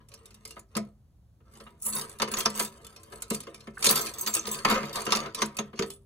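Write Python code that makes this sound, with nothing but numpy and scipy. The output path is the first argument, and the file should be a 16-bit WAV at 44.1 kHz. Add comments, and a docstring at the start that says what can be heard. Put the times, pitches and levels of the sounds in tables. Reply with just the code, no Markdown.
"""In a small room, close by, a small key on a bunch is worked in the metal lock of a hollow hard-shell case.
Each contact cracks, rings the lock plate and thumps the shell: bursts of noise and fading tones make these.
Between contacts the keys scrape, swing against each other and drag over the lid: random tiny
impulses and rattles keep the same bodies ringing. Short squeaks, clicks and pings join in.
The room adds a short tail, over a low steady rumble."""
import sys
import numpy as np
from scipy import signal
from scipy.fft import rfft, irfft
from scipy.io import wavfile
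from scipy.ndimage import uniform_filter1d

SR = 44100
rng = np.random.default_rng(int(sys.argv[2]) if len(sys.argv) > 2 else 0)


def inscribe(sig):
    """Save sig as 16-bit PCM at rate SR to the path in sys.argv[1].

    A 1-D sig is mono; a 2-D sig holds one channel per row.
    Samples are clipped to [-1, 1] before scaling.
    """
    pcm = np.round(np.clip(np.atleast_2d(sig).T, -1, 1) * 32767)
    wavfile.write(sys.argv[1], SR, pcm.astype(np.int16))


N = 267113

# colour of ringing metal when it is hit: pitch_hz [Hz], relative level_db [dB per Hz]
CRACK = [(600, -14), (1800, -6), (2600, 6), (3300, 0), (4400, 6.5), (6300, 2), (8000, -9.5), (11000, -10.5),
         (16000, -29.5)]
# colour of its highest, glassy part: pitch_hz [Hz], relative level_db [dB per Hz]
GLINT = [(3000, -54.5), (6000, 1.5), (8000, 13), (10300, 8.5), (12000, 5.5), (13700, 2), (14600, 3),
         (15550, -11.5), (16200, -11)]
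# the hanging keys by letter, each with its own ringing tones before any added damping or spread:
# pitch_hz [Hz], relative level_db [dB], t60_s, the time to fade by 60 dB [s]
FREE_KEYS = {"A": [(8200, -10.5, 0.13), (10070, -5.5, .1), (10490, -10, .1), (15550, 1.5, 0.08)],
             "B": [(8350, -21, 0.12), (9090, -10, .12), (10000, -10.5, 0.14), (11000, 2, 0.19),
             (13600, -6, 0.2), (14450, -1, 0.23)], "C": [(6525, -14, 0.31), (8156, -11, .3),
             (10060, -7.5, 0.17), (10430, -0.5, 0.21), (13460, -17, 0.11), (14530, -3, 0.18)],
             "D": [(6360, -2, 0.064), (8030, -2.5, 0.14), (12400, -9, .12), (12920, -8.5, 0.12),
             (14500, 2, 0.077), (15500, -3.5, .08)], "E": [(4619, -6, .3), (7241, -10, 0.37),
             (8830, -2.5, 0.1), (11800, -3.5, 0.22), (12600, 0, 0.33)], "F": [(3580, -2, 0.076),
             (7500, 0, 0.51), (12940, -1, .1), (15470, 7.5, 0.075)], "G": [(3790, -1, 0.14),
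             (4590, -3, 0.15), (7235, -8, 0.29), (12540, -3.5, 0.18), (14870, -8.5, .24)]}

RING = np.arange(SR // 4) / SR  # time within one ring, s
GRIP_DETUNE = .011  # random pitch spread of plate and shell, as a fraction


def amp(db):
    """Turns decibels into a gain."""
    return 10 ** (np.asarray(db) / 20)


def unit(x):
    """Scales each channel to energy 1."""
    return x / np.sqrt(np.sum(x ** 2, -1, keepdims=True) + 1e-20)


def read(points, hz, axis=1):
    """Reads one column of a table, joined by straight lines over log frequency."""
    columns = np.transpose(points)
    return np.interp(np.log(hz + 1), np.log(columns[0]), columns[axis])


def add(mix, s, sound):
    """Adds a two-channel sound to the mix at time s, in seconds."""
    part = mix[:, max(round(s * SR), 0):][:, :sound.shape[1]]
    part += sound[:, :part.shape[1]]


def blow(db):
    """Size of a blow whose energy equals 10 ms at this level."""
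    return amp(db) * np.sqrt(SR / 100)


def noise(spectrum, size, uneven_db=0):
    """Two channels of coloured noise; uneven_db lays random humps over the spectrum."""
    hz = np.fft.rfftfreq(size, 1 / SR)
    humps = np.interp(hz, np.linspace(0, SR / 2, 96), rng.standard_normal(96))
    gain = amp(read(spectrum, hz) + uneven_db * humps)
    return irfft(rfft(rng.standard_normal((2, size))) * gain, size)


def burst(spectrum, t60, rise, uneven_db):
    """Fading noise, like the many crowded, quickly damped tones of a small part; energy 1."""
    envelope = amp(-60 * RING / t60) * (1 - np.exp(-RING / rise))
    return unit(noise(spectrum, len(RING), uneven_db) * envelope)


def struck(modes, scatter_db, rise, detune=0):
    """A body rings; the place of the blow changes each tone's share, the grip its pitch; energy 1."""
    hz, db, t60 = np.transpose(modes)
    hz = hz * (1 + detune * rng.standard_normal(len(hz)))
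    level = amp(db + scatter_db * rng.standard_normal(len(hz)))
    weight = level * np.exp(2j * np.pi * rng.random((2, len(hz))))  # each channel has its own phases
    angle = np.float32(2 * np.pi * np.outer(hz, RING))
    fade = np.exp(np.float32(-np.log(1000) * np.outer(1 / t60, RING)))
    ring = weight.real @ (fade * np.cos(angle)) + weight.imag @ (fade * np.sin(angle))
    return unit(ring * (1 - np.exp(-RING / rise)))


def knocks():
    """A knock cracks and rings the plate at once; the shell thumps just after."""
    # the key or the bunch knocks on the lock: start_s [s], blow on the lock plate plate_db [dB],
    # metal crack crack_db [dB], thump of the shell shell_db [dB]
    knock_list = [(0.565, -41, -70, -47.5), (0.7519, -41, -38, -34.5), (0.7661, -33, -34, -33.5),
                  (1.403, -65, -92, -61.5), (1.6015, -48, -54, -47), (1.6652, -44.5, -85, -80),
                  (2.1986, -29.5, -37, -36), (2.2184, -22, -27, -28), (2.2755, -34.5, -45.5, -36.5),
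                  (2.338, -33.5, -29, -42), (2.457, -21, -28, -28), (2.598, -31, -45, -30),
                  (3.1238, -41, -51, -43), (3.306, -32, -39, -27), (3.469, -42, -52, -39),
                  (3.671, -41.5, -55.5, -37), (3.866, -54, -21.5, -28), (3.9, -25, -28, -31),
                  (3.926, -29.5, -35, -40), (4.273, -29, -29.5, -42.5), (4.47, -36, -37, -34.5),
                  (4.6483, -15.5, -24.5, -26.5), (4.7008, -22.5, -38, -40), (4.7416, -37.5, -37, -47.5),
                  (4.712, -23, -32.5, -23.5), (4.752, -27.5, -38, -48), (4.83, -32.5, -60, -35),
                  (5.259, -36, -45.5, -37.5), (5.0654, -28, -36.5, -29.5), (5.1212, -19.5, -21, -35.5),
                  (5.1498, -31, -27.5, -31.5), (5.418, -21, -25.5, -27), (5.5869, -28.5, -30, -29.5),
                  (5.7302, -44.5, -75.5, -39), (5.7906, -31, -31, -26), (5.8225, -31.5, -34, -40)]
    bright_db, shell_lag_s = -13, 0.00407  # glint relative to crack; the shell follows the plate
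    out = np.zeros((2, N))
    for s, plate_db, crack_db, shell_db in knock_list:
        metal = metal_hit(bright_db, rise_s=0.002, crack_t60=0.06, glint_t60=0.06)
        add(out, s, blow(crack_db) * metal + blow(plate_db) * lock_ring())
        add(out, s + shell_lag_s, blow(shell_db) * shell_ring())
    return out


def metal_hit(bright_db, rise_s, crack_t60, glint_t60):
    """Metal hits metal: a sharp snap, its ringing crack and a high glint, with ringing keys."""
    low, high = key_ring()
    snap = amp(-3) * burst(CRACK, t60=.024, rise=.0015, uneven_db=4)
    ringing = amp(-1.5) * burst(CRACK, t60=crack_t60, rise=rise_s, uneven_db=10.5)
    crack = snap + ringing + amp(-9.5) * low
    glint = amp(-2.5) * burst(GLINT, t60=glint_t60, rise=rise_s, uneven_db=1.0) + amp(-24.5) * high
    return crack + amp(bright_db) * glint


def key_ring():
    """One key of the bunch rings: its low tones and its high tones, each group of energy 1."""
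    # tones of the keys held in the hand, before a random pitch shift:
    # pitch_hz [Hz], relative level_db [dB], t60_s [s]
    key_modes = [(2690, -0.5, .03), (3617, 5.5, 0.037), (4340, 1.5, 0.062), (4470, 1.5, 0.056),
                 (4640, 7.5, 0.034), (5600, 7.5, 0.013), (6100, 1.5, 0.071), (6550, -2.5, 0.099),
                 (7900, 6.5, 0.06), (8370, 15, 0.11), (7900, 14, 0.04), (8800, 8, .06), (8850, 14, 0.06),
                 (9800, 0.5, 0.07), (10230, -2, .07), (10220, 6.5, .07), (12290, 6.5, 0.065),
                 (12700, 0, 0.15), (14560, -1.5, 0.08), (15530, -2, 0.046)]
    modes = np.array(key_modes) * [rng.uniform(.97, 1.03), 1, 1]
    high = modes[:, 0] > 7200
    return [struck(modes[part], scatter_db=4.5, rise=.0007) for part in (~high, high)]


def lock_ring():
    """The lock plate's tones, with the dense clatter of its loose parts."""
    # tones of the lock plate, before random spread: pitch_hz [Hz], relative level_db [dB], t60_s [s]
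    plate_modes = [(735, -18, 0.22), (953, 0, 0.14), (1003.4, -4.5, 0.12), (1061, 4, 0.1), (1170, 3, 0.086),
                   (1228, 7, 0.082), (1307, 3.5, 0.1), (1630, 3.5, 0.022), (1785, -5, 0.09),
                   (2096, -5, 0.091)]
    # colour of the loose parts: pitch_hz [Hz], relative level_db [dB per Hz]
    clatter = [(300, -13.5), (700, 1.5), (1100, -4), (1550, 0), (2100, -2.5), (3000, -4), (6000, -28)]
    plate = struck(plate_modes, scatter_db=3, rise=.002, detune=GRIP_DETUNE)
    loose = burst(clatter, t60=.07, rise=.005, uneven_db=4)
    return amp(-3.0) * plate + amp(-6.0) * loose


def shell_ring():
    """The hollow shell answers more slowly than the metal."""
    # tones of the shell, before random spread: pitch_hz [Hz], relative level_db [dB], t60_s [s]
    shell_modes = [(105, -21, 0.075), (142.7, -7.5, 0.28), (212.5, 3.5, 0.16), (221.4, 1.5, 0.12),
                   (254.7, -7, 0.1), (326.3, -2.5, 0.15), (392.2, 3, 0.22), (448.2, 6.5, 0.12),
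                   (510, -8, 0.22), (560.6, 6, 0.082), (570, -6.5, 0.058), (673.6, -5.5, 0.18)]
    return struck(shell_modes, scatter_db=3, rise=.004, detune=GRIP_DETUNE)


def shove(force):
    """How hard a light force on the lock plate moves the shell."""
    return amp(-14) * force ** 0.77  # a power below 1, so the shell also answers a light touch


def ticks():
    """Key ticks against key; a little of the blow passes through the key into plate and shell."""
    # start_s [s], level_db of the crack [dB], bright_db of the glint relative to it [dB]
    tick_list = [(0.086, -61, 7.5), (0.117, -55, -16), (0.1384, -49.5, 3), (0.256, -56.5, 10),
                 (0.306, -57.5, -1), (0.343, -57, 6.5), (0.4514, -44, 3), (0.475, -59, 12),
                 (0.5066, -48, 3.5), (0.593, -58, 11.5), (0.767, -39.5, 10), (1.5526, -57.5, -12),
                 (2.2198, -31, -1), (2.453, -34, -7), (2.094, -56.5, 13.5), (2.1256, -61.5, 9),
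                 (2.1863, -51.5, 7), (2.2835, -49.5, 4), (2.5006, -48, 12), (2.315, -41, 6.5),
                 (2.37, -32.5, -3), (2.405, -30.5, -0.5), (2.5968, -33, 6), (2.648, -42, 8.5),
                 (2.846, -50, 2), (2.866, -52.5, 8), (2.962, -49, -3.5), (3.032, -58.5, 10),
                 (3.2208, -42.5, 11.5), (3.3019, -39.5, 12.5), (3.3461, -39.5, 10.5), (3.4031, -45.5, 8),
                 (3.433, -52.5, 1), (3.544, -47, -0.5), (3.605, -52, -5.5), (3.825, -30.5, 0.5),
                 (3.8437, -26, 2.5), (3.8568, -27, -5.5), (3.8902, -24.5, -5.5), (3.909, -32, 9),
                 (3.956, -31.5, 5), (4.067, -35, -1), (4.138, -46.5, 3), (4.2633, -33.5, -1),
                 (4.3385, -38, 5), (4.3493, -32.5, 9.5), (4.587, -43, -4.5), (4.9315, -46, -10),
                 (4.9554, -37.5, 6), (5.017, -43.5, 8), (5.052, -46.5, 9), (5.1047, -34.5, -9.5),
                 (5.1586, -37, 6.5), (5.3464, -35, 3.5), (5.458, -53, 16), (5.5678, -40.5, 5),
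                 (5.9018, -44.5, 5.5)]
    plate_share_db = -8  # share of a tick that reaches the lock plate
    out = np.zeros((2, N))
    for s, db, bright_db in tick_list:
        force = amp(db + plate_share_db)
        case = blow(0) * (force * lock_ring() + shove(force) * shell_ring())
        metal = metal_hit(bright_db, rise_s=0.003, crack_t60=0.1, glint_t60=0.029)
        add(out, s, blow(db) * metal + case)
    return out


def sliding():
    """The touch hops from point to point; each slips and rings keys, plate and shell in its own colour."""
    slips_per_s, contact_s = 270, .05  # contact_s: time spent at one point
    scrape, glint, drag = stroke_forces()
    catches = slips(slips_per_s, spread_db=4)
    rubbing = slips(4 * slips_per_s, spread_db=2.5)
    forces = np.array([scrape * catches, glint * catches, drag * rubbing, shove(drag) * rubbing])
    out, step = np.zeros((2, N)), round(contact_s * SR)
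    for at in range(0, N, step):
        low, high = key_ring()
        rasp = amp(-5.5) * burst(CRACK, t60=.022, rise=.0005, uneven_db=5) + amp(-7) * low
        fizz = amp(-4.5) * burst(GLINT, t60=.015, rise=.0003, uneven_db=6) + amp(-3.0) * high
        bodies = np.array([rasp, fizz, lock_ring(), shell_ring()])
        # each force plays the body of the same row
        add(out, at / SR, signal.fftconvolve(forces[:, None, at:at + step], bodies, axes=2).sum(0))
    return out


def stroke_forces():
    """Scrape, glint and drag over time: a stroke swells, eases off and dies away; strokes add in power."""
    # the bunch slides: start_s at full strength [s], length_s [s], scrape of key on key scrape_db [dB],
    # glint relative to the scrape bright_db [dB], drag on the lock plate drag_db [dB]
    strokes = [(0, 0.017, -78, -6, -59.5), (0.713, 0.15, -66, -4, -66.5), (1.466, 0.53, -75.5, -7, -67),
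               (0.112, 0.31, -67, -1, -62.5), (0.484, 0.085, -55.5, -3.5, -63.5),
               (1.538, 0.15, -63, 3.5, -58.5), (1.867, 0.022, -42, 18, -40.5), (1.934, 0.1, -40, 0, -39),
               (2.055, 0.1, -55.5, 4, -51), (2.313, 0.062, -51, 0.5, -39),
               (2.382, 0.014, -32.5, -3.5, -31.5), (2.502, 0.13, -47, 0, -46.5),
               (2.561, 0.027, -38, -1, -39.5), (2.594, 0.024, -28.5, 0, -33), (2.71, 0.84, -63.5, 1.5, -58),
               (3.122, 0.086, -57.5, 4.5, -52.5), (3.336, 0.0072, -39.5, 2, -45.5),
               (3.383, 0.71, -63, -3, -61.5), (3.796, 0.025, -47, 4, -46), (3.851, 0.081, -23, 3, -33.5),
               (3.972, 0.018, -23, -5, -29), (4.033, 0.075, -41.5, -1, -40.5),
               (4.152, 0.21, -44.5, -5, -47), (4.357, 0.029, -35, -1, -38), (4.447, 0.15, -42, -13, -42),
               (4.511, 0.1, -40, 0, -44), (4.678, 0.1, -35, -12, -24.5), (4.75, 0.15, -42, -13.5, -37),
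               (4.956, 0.052, -31.5, -3.5, -30.5), (5.07, 0.19, -44.5, -23, -34),
               (5.148, 0.039, -29, -11.5, -35.5), (5.378, 0.055, -35.5, -10.5, -39),
               (5.477, 0.2, -66.5, -1, -55), (5.775, 0.056, -46, -18, -50),
               (5.867, 0.081, -60, 10.5, -63.5)]
    rise_db_per_s, sag_db, release_db_per_s = 596, 5.5, 329.5
    time = np.arange(N) / SR
    power = np.zeros((3, N))
    for start, length, scrape_db, bright_db, drag_db in strokes:
        t = time - start
        swell_db = rise_db_per_s * np.minimum(t, 0)
        fade_db = sag_db * np.clip(t / length, 0, 1) + release_db_per_s * np.maximum(t - length, 0)
        levels = amp([scrape_db, scrape_db + bright_db, drag_db])
        power += np.outer(levels, amp(swell_db - fade_db)) ** 2
    return np.sqrt(power)


def slips(per_s, spread_db):
    """Stick and slip: random tiny impulses of uneven size, with an average (rms) level of 1."""
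    size = amp(spread_db * np.minimum(rng.exponential(1, N), 4))
    happens = rng.random(N) < per_s / SR
    return unit(size * happens) * np.sqrt(N)


def clinks():
    """A struck hanging key chatters against its neighbours, which damp it; part of it sings on freely."""
    # start_s [s], key (a letter of FREE_KEYS), relative level_db [dB]
    clink_list = [(1.821, "A", -33), (1.838, "A", -37), (1.856, "A", -33), (1.8645, "B", -27.5),
                  (1.9495, "A", -34), (1.951, "C", -25), (1.985, "D", -32), (2.3166, "A", -34),
                  (2.385, "D", -25), (2.556, "D", -34), (2.575, "D", -35), (2.594, "D", -29),
                  (2.621, "D", -29.5), (3.894, "A", -19), (3.911, "D", -25), (3.955, "E", -21.5),
                  (4.009, "D", -26.5), (4.042, "D", -40), (4.137, "D", -39), (4.1848, "D", -31),
                  (4.21, "D", -25), (4.262, "E", -34.5), (4.271, "F", -24), (4.339, "D", -23),
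                  (4.351, "A", -28.5), (4.468, "A", -31), (4.514, "D", -25), (4.522, "F", -31.5),
                  (4.573, "A", -39.5), (4.699, "G", -21.5), (4.8533, "G", -39.5), (4.9284, "G", -35.5)]
    damping, chatter_t60, free_ring_db = .11, .12, -2.5  # factor on t60; s; free ring against rattle
    out = np.zeros((2, N))
    for s, key, db in clink_list:
        modes = np.array(FREE_KEYS[key])
        damped = struck(modes * [1, 1, damping], scatter_db=2, rise=.0002, detune=.008)
        contact = damped + amp(-7) * burst(GLINT, t60=.01, rise=.0002, uneven_db=4)
        # cubing the noise leaves a few strong hits among many weak ones
        chatter = rng.standard_normal((1, len(RING))) ** 3 * amp(-60 * RING / chatter_t60)
        rattle = unit(signal.fftconvolve(chatter, contact, axes=1)[:, :len(RING)])
        free = struck(modes, scatter_db=2, rise=.0002, detune=.0005)
        add(out, s, blow(db) * amp(-4.0) * (rattle + amp(free_ring_db) * free))
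    return out


def booms():
    """A hard shove sets one panel of the hollow shell going: it swells and dies on one tone."""
    # start_s [s], level_db [dB], pitch_hz [Hz], t60_s [s]
    boom_list = [(0.762, -24, 210.6, 0.17), (.772, -32, 673, 0.087), (0.769, -43, 119.8, 0.5),
                 (3.313, -31, 214, 0.03), (5.592, -37.5, 210, 0.09), (5.797, -27.5, 230, 0.017),
                 (5.798, -25.5, 396.8, 0.31), (5.8, -28.5, 452, 0.27)]
    out = np.zeros((2, N))
    for s, db, hz, t60 in boom_list:
        add(out, s, blow(db) * struck([(hz, 0, t60)], scatter_db=0, rise=.005))
    return out


def squeaks():
    """A fingertip chirps on metal, gliding in pitch; the grip trembles, which roughens the pitch."""
    # start_s [s], level_db [dB], first_hz and last_hz before the roughening [Hz], length_s [s]
    squeak_list = [(0.749, -44, 1215, 1230, 0.017), (.769, -37, 1248, 1250, 0.013),
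                   (3.769, -40, 1720, 1490, 0.015)]
    jitter = .2  # typical pitch wobble, as a fraction
    out = np.zeros((2, N))
    for s, db, first_hz, last_hz, length in squeak_list:
        glide = np.geomspace(first_hz, last_hz, round(length * SR))
        tremble = uniform_filter1d(rng.standard_normal(len(glide)), size=36) * np.sqrt(36)
        hz = glide * (1 + jitter * tremble)
        chirp = amp(db) * 2 * np.hanning(len(hz)) * np.sin(2 * np.pi * np.cumsum(hz) / SR)
        add(out, s, np.array([chirp, chirp]))
    return out


def snaps():
    """An edge slips off and lands: one very short hard click."""
    # start_s [s], level_db [dB]
    snap_list = [(2.4581, -29), (2.597, -38), (2.6051, -36), (3.8437, -27), (3.8503, -29), (3.858, -22.5),
                 (3.869, -22.5), (3.912, -30), (4.713, -43), (5.171, -36), (5.427, -33.5)]
    out = np.zeros((2, N))
    for s, db in snap_list:
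        click = sum(burst(colour, t60=.007, rise=.0001, uneven_db=3) for colour in (CRACK, GLINT))
        add(out, s, blow(db) * unit(click))
    return out


def pings():
    """A pinched key rings briefly on a cluster of close tones."""
    # start_s [s], level_db [dB], middle pitch_hz [Hz]
    ping_list = [(2.458, -23, 5200), (2.458, -26, 6120), (3.8888, -26, 3900), (3.8955, -25, 8080),
                 (3.909, -21, 12300), (4.2118, -36.5, 8000), (4.2623, -36, 6330), (4.339, -27.5, 6540),
                 (4.3493, -26, 8400), (4.394, -32, 6230)]
    # the tones of one ping: pitch ratio to the middle one, relative level_db [dB]
    cluster = [(.95, -4), (1, 0), (1.06, -5.5)]
    t60_s = .03
    out = np.zeros((2, N))
    for s, db, hz in ping_list:
        modes = [(hz * ratio, level, t60_s) for ratio, level in cluster]
        add(out, s, blow(db) * struck(modes, scatter_db=1, rise=.0004))
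    return out


def shimmer():
    """Hanging keys buzz against each other: a dense patter keeps their tones ringing."""
    # start_s [s], length_s [s], key (a letter of FREE_KEYS), relative level_db at the start [dB]
    shivers = [(1.819, .11, "A", -44), (1.868, 0.092, "B", -43), (1.947, 0.062, "C", -41.5)]
    sag_db, damping = 7.5, .4  # drop over one shiver; factor on t60
    out = np.zeros((2, N))
    for s, length, key, db in shivers:
        t = np.arange(round(length * SR)) / SR
        patter = rng.standard_normal((1, len(t))) * amp(-sag_db * t / length)
        ringing = struck(np.array(FREE_KEYS[key]) * [1, 1, damping], scatter_db=1, rise=.0002)
        body = ringing + amp(-9) * burst(GLINT, t60=.03, rise=.0003, uneven_db=3)
        add(out, s, amp(db) * signal.fftconvolve(patter, body, axes=1))
    return out


def room(x):
    """A short diffuse tail, made of fading noise; the treble dies first."""
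    # how long the room rings: pitch_hz [Hz], t60_s [s]
    room_t60 = [(150, 0.41), (500, 0.3), (1200, 0.25), (5000, 0.16), (15000, 0.075)]
    hz, t, z = signal.stft(rng.standard_normal((2, SR // 2)), SR, nperseg=256)
    fade = amp(-60 * t / read(room_t60, hz)[:, None])
    tail = signal.istft(z * fade, SR, nperseg=256)[1]
    tail *= 1 - np.exp(-np.arange(tail.shape[1]) / SR / 0.0009)  # soft start
    return signal.fftconvolve(x, unit(tail), axes=1)[:, :N]


def rumble():
    """A low steady rumble: coloured noise with an average (rms) level of 1."""
    # colour of the rumble: pitch_hz [Hz], relative level_db [dB per Hz]
    room_tone = [(15, -28), (32, -20), (52, 4), (80, 0), (125, -1.5), (400, -25.5), (700, -27.5),
                 (2000, -41.5), (16000, -44.5)]
    return np.sqrt(N) * unit(noise(room_tone, N))


def scene():
    """Lock and keys in the room, over a low steady rumble."""
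    contacts = knocks() + ticks() + sliding()
    near = contacts + clinks() + booms() + squeaks() + snaps() + pings() + shimmer()
    return near + amp(-13.5) * room(near) + amp(-59.0) * rumble()


def record(dry):
    """Two microphone ports hear the bass alike and the treble out of step; the very top is cut off."""
    # the two ports: pitch_hz [Hz], likeness [0-1], lead of left over right [radians],
    # level_db of left minus right [dB]
    ports = [(60, .95, 0, 0.3), (230, .99, -.25, .4), (450, 0.98, -0.35, 0), (740, 0.49, .9, -.5),
             (1030, 0.77, 1, 0.7), (1750, 0.3, 0.3, 0.2), (2700, 0.5, 2.3, 0), (3600, 0.3, 0, 2),
             (5200, .6, 2.9, -1), (6100, 0.4, .5, -4), (7000, .5, .2, 0), (7800, 0.4, -2.5, -3),
             (9200, .6, -4, -1), (9900, 0.8, -6.2, 0), (10800, .9, -6.3, 0), (11400, .9, -9.2, 0),
             (12200, .95, -9.7, 0), (13000, .9, -12, 0), (13700, 0.9, -12.6, 1), (14600, .9, -15.4, 0.5),
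             (15600, .85, -16.5, -1)]
    edge_hz = 15950
    hz, (left, other) = np.fft.rfftfreq(N, 1 / SR), rfft(dry)
    alike = np.clip(read(ports, hz, axis=1), 0, 1)
    blend = alike * left + np.sqrt(1 - alike ** 2) * other
    right = blend * np.exp(-1j * read(ports, hz, axis=2))
    lean = amp(read(ports, hz, axis=3) / 2)  # half the difference goes to each side
    pair = irfft(np.array([left * lean, right / lean]), N)
    lowpass = signal.firwin(301, edge_hz, window=("kaiser", 9), fs=SR)
    return signal.oaconvolve(pair, lowpass[None], "same")


dry = scene()
out = record(dry)
inscribe(out)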